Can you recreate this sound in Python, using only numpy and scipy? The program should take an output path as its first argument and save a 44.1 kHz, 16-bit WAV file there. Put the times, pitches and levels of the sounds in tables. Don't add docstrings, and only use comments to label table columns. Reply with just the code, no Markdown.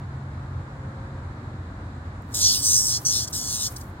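import sys
import numpy as np
from scipy import signal
from scipy.fft import rfft, irfft
from scipy.io import wavfile
from scipy.ndimage import uniform_filter1d

SR = 44100
rng = np.random.default_rng(int(sys.argv[2]) if len(sys.argv) > 2 else 0)


def unload_audio(sound):
    columns = np.transpose(np.atleast_2d(sound))
    steps = np.round(np.clip(columns, -1, 1) * 32767)
    wavfile.write(sys.argv[1], SR, steps.astype(np.int16))


N = 176400
T = np.arange(N) / SR
HZ = np.maximum(np.arange(N // 2 + 1) * SR / N, 1)


# t/s, level/dB
SCREECH_1 = [(2.346, -24.5), (2.4, -24), (2.445, -14.5), (2.5, -18), (2.56, -22), (2.615, -29.5),
             (2.632, -24), (2.652, -20), (2.79, -16.5), (2.815, -22), (2.9, -23), (2.972, -24.5)]
SCREECH_2 = [(3.056, -22.5), (3.068, -18.5), (3.085, -21.8), (3.165, -21), (3.205, -26), (3.248, -30)]
SCREECH_3 = [(3.332, -28.5), (3.362, -25.5), (3.42, -30), (3.47, -30), (3.55, -26.5), (3.585, -30.5),
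             (3.615, -25.5), (3.672, -24.5)]
# t/s, half length/s, level/dB
CHIRPS = [(2.332, 0.009, -46), (2.418, 0.0043, -19), (3.28, 0.0053, -31), (3.767, 0.0033, -32.5),
          (3.814, 0.0066, -45)]

def cicada(attack_s=0.0088, release_s=0.0093):
    screeches = 0
    for rows in (SCREECH_1, SCREECH_2, SCREECH_3):
        attack = np.clip(1 + (T - rows[0][0]) / attack_s, 0, 1)
        release = np.exp(-np.maximum(T - rows[-1][0], 0) / release_s)
        screeches += attack * release * undb(curve(rows))
    chirp_power = sum(undb(db) ** 2 * np.exp(-((T - t) / half_s) ** 2) for t, half_s, db in CHIRPS)
    envelope = np.sqrt(screeches ** 2 + chirp_power)
    buzz = body()
    return envelope * buzz / np.sqrt(uniform_filter1d(buzz ** 2, size=600))


# f/Hz, gain/dB
BODY_RESPONSE = [(1500, -61), (2600, -25.5), (3300, -10), (4000, -6.5), (4700, -1.5), (5700, -2.5),
                 (6700, -4.5), (7700, -8.5), (8500, -4), (9500, -6), (11500, -9), (13500, -9.5),
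                 (15600, -18)]
# t/s, abdomen ring/dB, abdomen f/Hz, treble/dB, low buzz/dB, click blur/dB
POSTURE = [(2.35, -10, 6700, -0.5, -1.5, -8), (2.40, -1, 6400, -0.5, 1.5, -9),
           (2.445, 13.5, 5670, -4.5, 2.5, 0), (2.60, 9, 5250, 6, 6.5, 8.5),
           (2.655, -7, 5740, -1.5, -5, -14), (2.79, 7.5, 5700, -3, -9, -12),
           (2.86, -2, 5440, -2.5, -9.5, -10), (2.95, 8.5, 5270, -1, 3.5, -6),
           (3.07, 17.5, 5850, 3, -1.5, -9), (3.17, 14.5, 5330, 2.5, 5.5, -6), (3.35, 1.5, 5760, -1, -3, -2),
           (3.52, -3, 5700, 1.5, 1, -6), (3.66, -3, 5660, -3, -1, 1)]

def body(treble_hz=7600, low_hz=4900):
    ring_db, ring_hz, treble_db, low_db, blur_db = (curve(POSTURE, i) for i in range(1, 6))
    buzz = filtered(tymbals(blur_db), minimum_phase(BODY_RESPONSE))
    treble = filtered(buzz, 1 / (1 + (treble_hz / HZ) ** 20))
    low = filtered(buzz, 1 / (1 + (HZ / low_hz) ** 20))
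    buzz += (undb(treble_db) - 1) * treble + (undb(low_db) - 1) * low
    return buzz + undb(ring_db) * abdomen(buzz, ring_hz)


# t/s, rate/Hz
BUCKLE_RATE = [(2.48, 556), (2.76, 558), (2.88, 543), (2.97, 522), (3.16, 530), (3.45, 588)]
# relative level/dB, ring f/Hz
RIBS = [(-3, 7100), (-3.5, 8140), (-5.5, 6200)]

def tymbals(blur_db, count=2400, jitter_s=0.0001, scatter_db=2.4, weak_side_db=-0.5,
            ring_db=6, width_hz=1040):
    jitter, scatter = rng.standard_normal((count, 2)).T
    k = np.arange(count)
    buckled = np.cumsum(curve(BUCKLE_RATE)) / SR
    times_s = np.interp(k, buckled, T) + jitter_s * jitter
    side = k // len(RIBS) % 2
    sizes = undb(scatter_db * scatter + weak_side_db * side) * (k < buckled[-1])
    strokes = 0
    for i, (db, hz) in enumerate(RIBS):
        rib = clicks(times_s[i::len(RIBS)], sizes[i::len(RIBS)])
        strokes += undb(db) * filtered(rib, 1 + undb(ring_db) * resonance(hz, width_hz))
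    rasp = rng.standard_normal(N) * undb(0.83 * wander(463))
    return unit(strokes) + undb(blur_db) * unit(rasp)


def abdomen(x, ring_hz, width_hz=360):
    pitch_hz = ring_hz * (1 + 0.025 * wander(25))
    carrier = np.exp(2j * np.pi * np.cumsum(pitch_hz) / SR)
    pole = np.exp(-np.pi * width_hz / SR)
    return 2 * np.real(carrier * signal.lfilter([1 - pole], [1, -pole], x / carrier))


# f/Hz, phase/rad
PORT_PHASE = [(20, 0), (2300, 1.5), (3300, 1.5), (4000, 1.85), (4700, 2.45), (5400, 3.14), (6500, 4.2),
              (7400, 5.1), (8400, 6.28), (11700, 9.42), (15000, 12.5)]

def garden(x, ground_db=-5, diffuse_db=-13, walls_db=-22):
    near, diffuse = ground(x)
    direct_and_near = (x + undb(ground_db) * near) / np.hypot(1, undb(ground_db))
    half_lead = np.exp(0.5j * spectrum(PORT_PHASE))
    ports = filtered(direct_and_near, np.array([half_lead, 1 / half_lead]))
    return ports + undb(diffuse_db) * diffuse + undb(walls_db) * echoes(x, t60_s=0.16)


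def ground(x, paths=4, tumble_hz=7):
    weights = np.array([wander(tumble_hz) for _ in range(paths)])
    weights /= np.sqrt(np.sum(weights ** 2, axis=0))
    return sum(echoes(x * weight, t60_s=0.025) for weight in weights)


# t/s, half length/s, level/dB
SCUFFS = [(2.223, 0.0011, -52.5), (2.327, 0.036, -55), (3.025, 0.069, -42.5), (3.307, 0.011, -39),
          (3.713, 0.018, -42), (3.784, 0.057, -45)]

def scuffs():
    envelope = sum(undb(db) * np.exp(-np.abs(T - t) / half_s) for t, half_s, db in SCUFFS)
    grains = rng.standard_normal((2, N)) * undb(2.1 * wander(700))
    return envelope * unit(filtered(grains, resonance(12700, width_hz=21000)))


# f/Hz, relative level/dB
ROAD_SPECTRUM = [(22, -47), (43, -9.5), (65, -4), (90, 0), (115, -1.5), (170, -12.5), (290, -14.5),
                 (420, -23.5), (1000, -23.5), (1600, -28.5), (2800, -46.5), (5500, -54.5), (9000, -57.5),
                 (15000, -87)]
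# f/Hz, side over mid/dB
ROAD_WIDTH = [(130, -29.5), (350, -16), (700, -6.5), (1500, 2)]
# t/s, level/dB
ROAD_LEVEL = [(0, -36), (1.2, -35.5), (2.5, -36.5), (4, -37)]

def road():
    colour_db = spectrum(ROAD_SPECTRUM)
    mid = filtered(rng.standard_normal(N), undb(colour_db))
    side = filtered(rng.standard_normal(N), undb(colour_db + spectrum(ROAD_WIDTH)))
    return unit(np.array([mid + side, mid - side])) * undb(curve(ROAD_LEVEL) + 0.5 * wander(14))


# t/s, 2nd/dB, 3rd/dB, 12th/dB
ENGINE_HARMONICS = [(.3, -45, -38, -76), (.5, -36, -38, -83), (.8, -42, -41, -53.5), (1.2, -39, -41, -55.5),
                    (1.6, -42, -47.5, -89), (4, -54.5, -77, -87)]

def engine(fundamental_hz=44.58):
    phase = 2 * np.pi * np.cumsum(fundamental_hz * (1 + 0.0042 * wander(6))) / SR
    drone = 0
    for column, harmonic in enumerate((2, 3, 12), start=1):
        level_db = curve(ENGINE_HARMONICS, column) + 0.5 * wander(2.9)
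        drone += undb(level_db) * np.sqrt(2) * np.sin(harmonic * phase)
    return drone


def car(pass_s=1.53, half_s=0.2, peak_db=-47):
    rush = unit(filtered(rng.standard_normal(N), resonance(238, width_hz=160) ** 2))
    return undb(peak_db) * rush / np.hypot(1, (T - pass_s) / half_s)


# f/Hz, width/Hz, level/dB
INSECT_BANDS = [(3910, 1400, -66), (7200, 1400, -72.5), (10500, 9800, -82.5)]

def far_insects():
    hiss = 0
    for hz, width_hz, db in INSECT_BANDS:
        shimmer = undb(db + wander(8.4))
        hiss += shimmer * unit(filtered(rng.standard_normal((2, N)), resonance(hz, width_hz) ** 2))
    return hiss


def undb(db):
    return 10 ** (np.asarray(db) / 20)


def curve(rows, column=1):
    rows = np.array(rows)
    return np.interp(T, rows[:, 0], rows[:, column])


def spectrum(rows):
    rows = np.array(rows)
    return np.interp(np.log(HZ), np.log(rows[:, 0]), rows[:, 1])


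def unit(x):
    return x / np.sqrt(np.mean(x ** 2))


def filtered(x, response):
    return irfft(rfft(x) * response, N)


def resonance(hz, width_hz):
    return 1 / (1 + 1j * (HZ ** 2 - hz ** 2) / (HZ * width_hz))


def minimum_phase(rows):
    cepstrum = irfft(np.log(undb(spectrum(rows))), N)
    return np.exp(rfft(2 * cepstrum * (np.arange(N) < N // 2)))


def wander(rate_hz):
    return unit(filtered(rng.standard_normal(N), np.exp(-(HZ / rate_hz) ** 2)))


def echoes(x, t60_s):
    tail = rng.standard_normal((2, N // 4)) * np.exp(-np.log(1000) * T[:N // 4] / t60_s)
    tail /= np.sqrt(np.sum(tail ** 2, axis=1, keepdims=True))
    return signal.fftconvolve(x[None], tail, axes=1)[:, :N]


def clicks(times_s, sizes, half_taps=8):
    centres = times_s[:, None] * SR
    taps = np.floor(centres).astype(int) + np.arange(1 - half_taps, half_taps + 1)
    pulses = sizes[:, None] * np.sinc(taps - centres) * np.sinc((taps - centres) / half_taps)
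    return np.bincount(taps.ravel() % N, pulses.ravel(), N)


def scene():
    return garden(cicada()) + scuffs() + road() + engine() + car() + far_insects()


def record(dry):
    return signal.sosfilt(signal.ellip(10, 0.2, 80, 15900, fs=SR, output="sos"), dry)


dry = scene()
out = record(dry)
unload_audio(out)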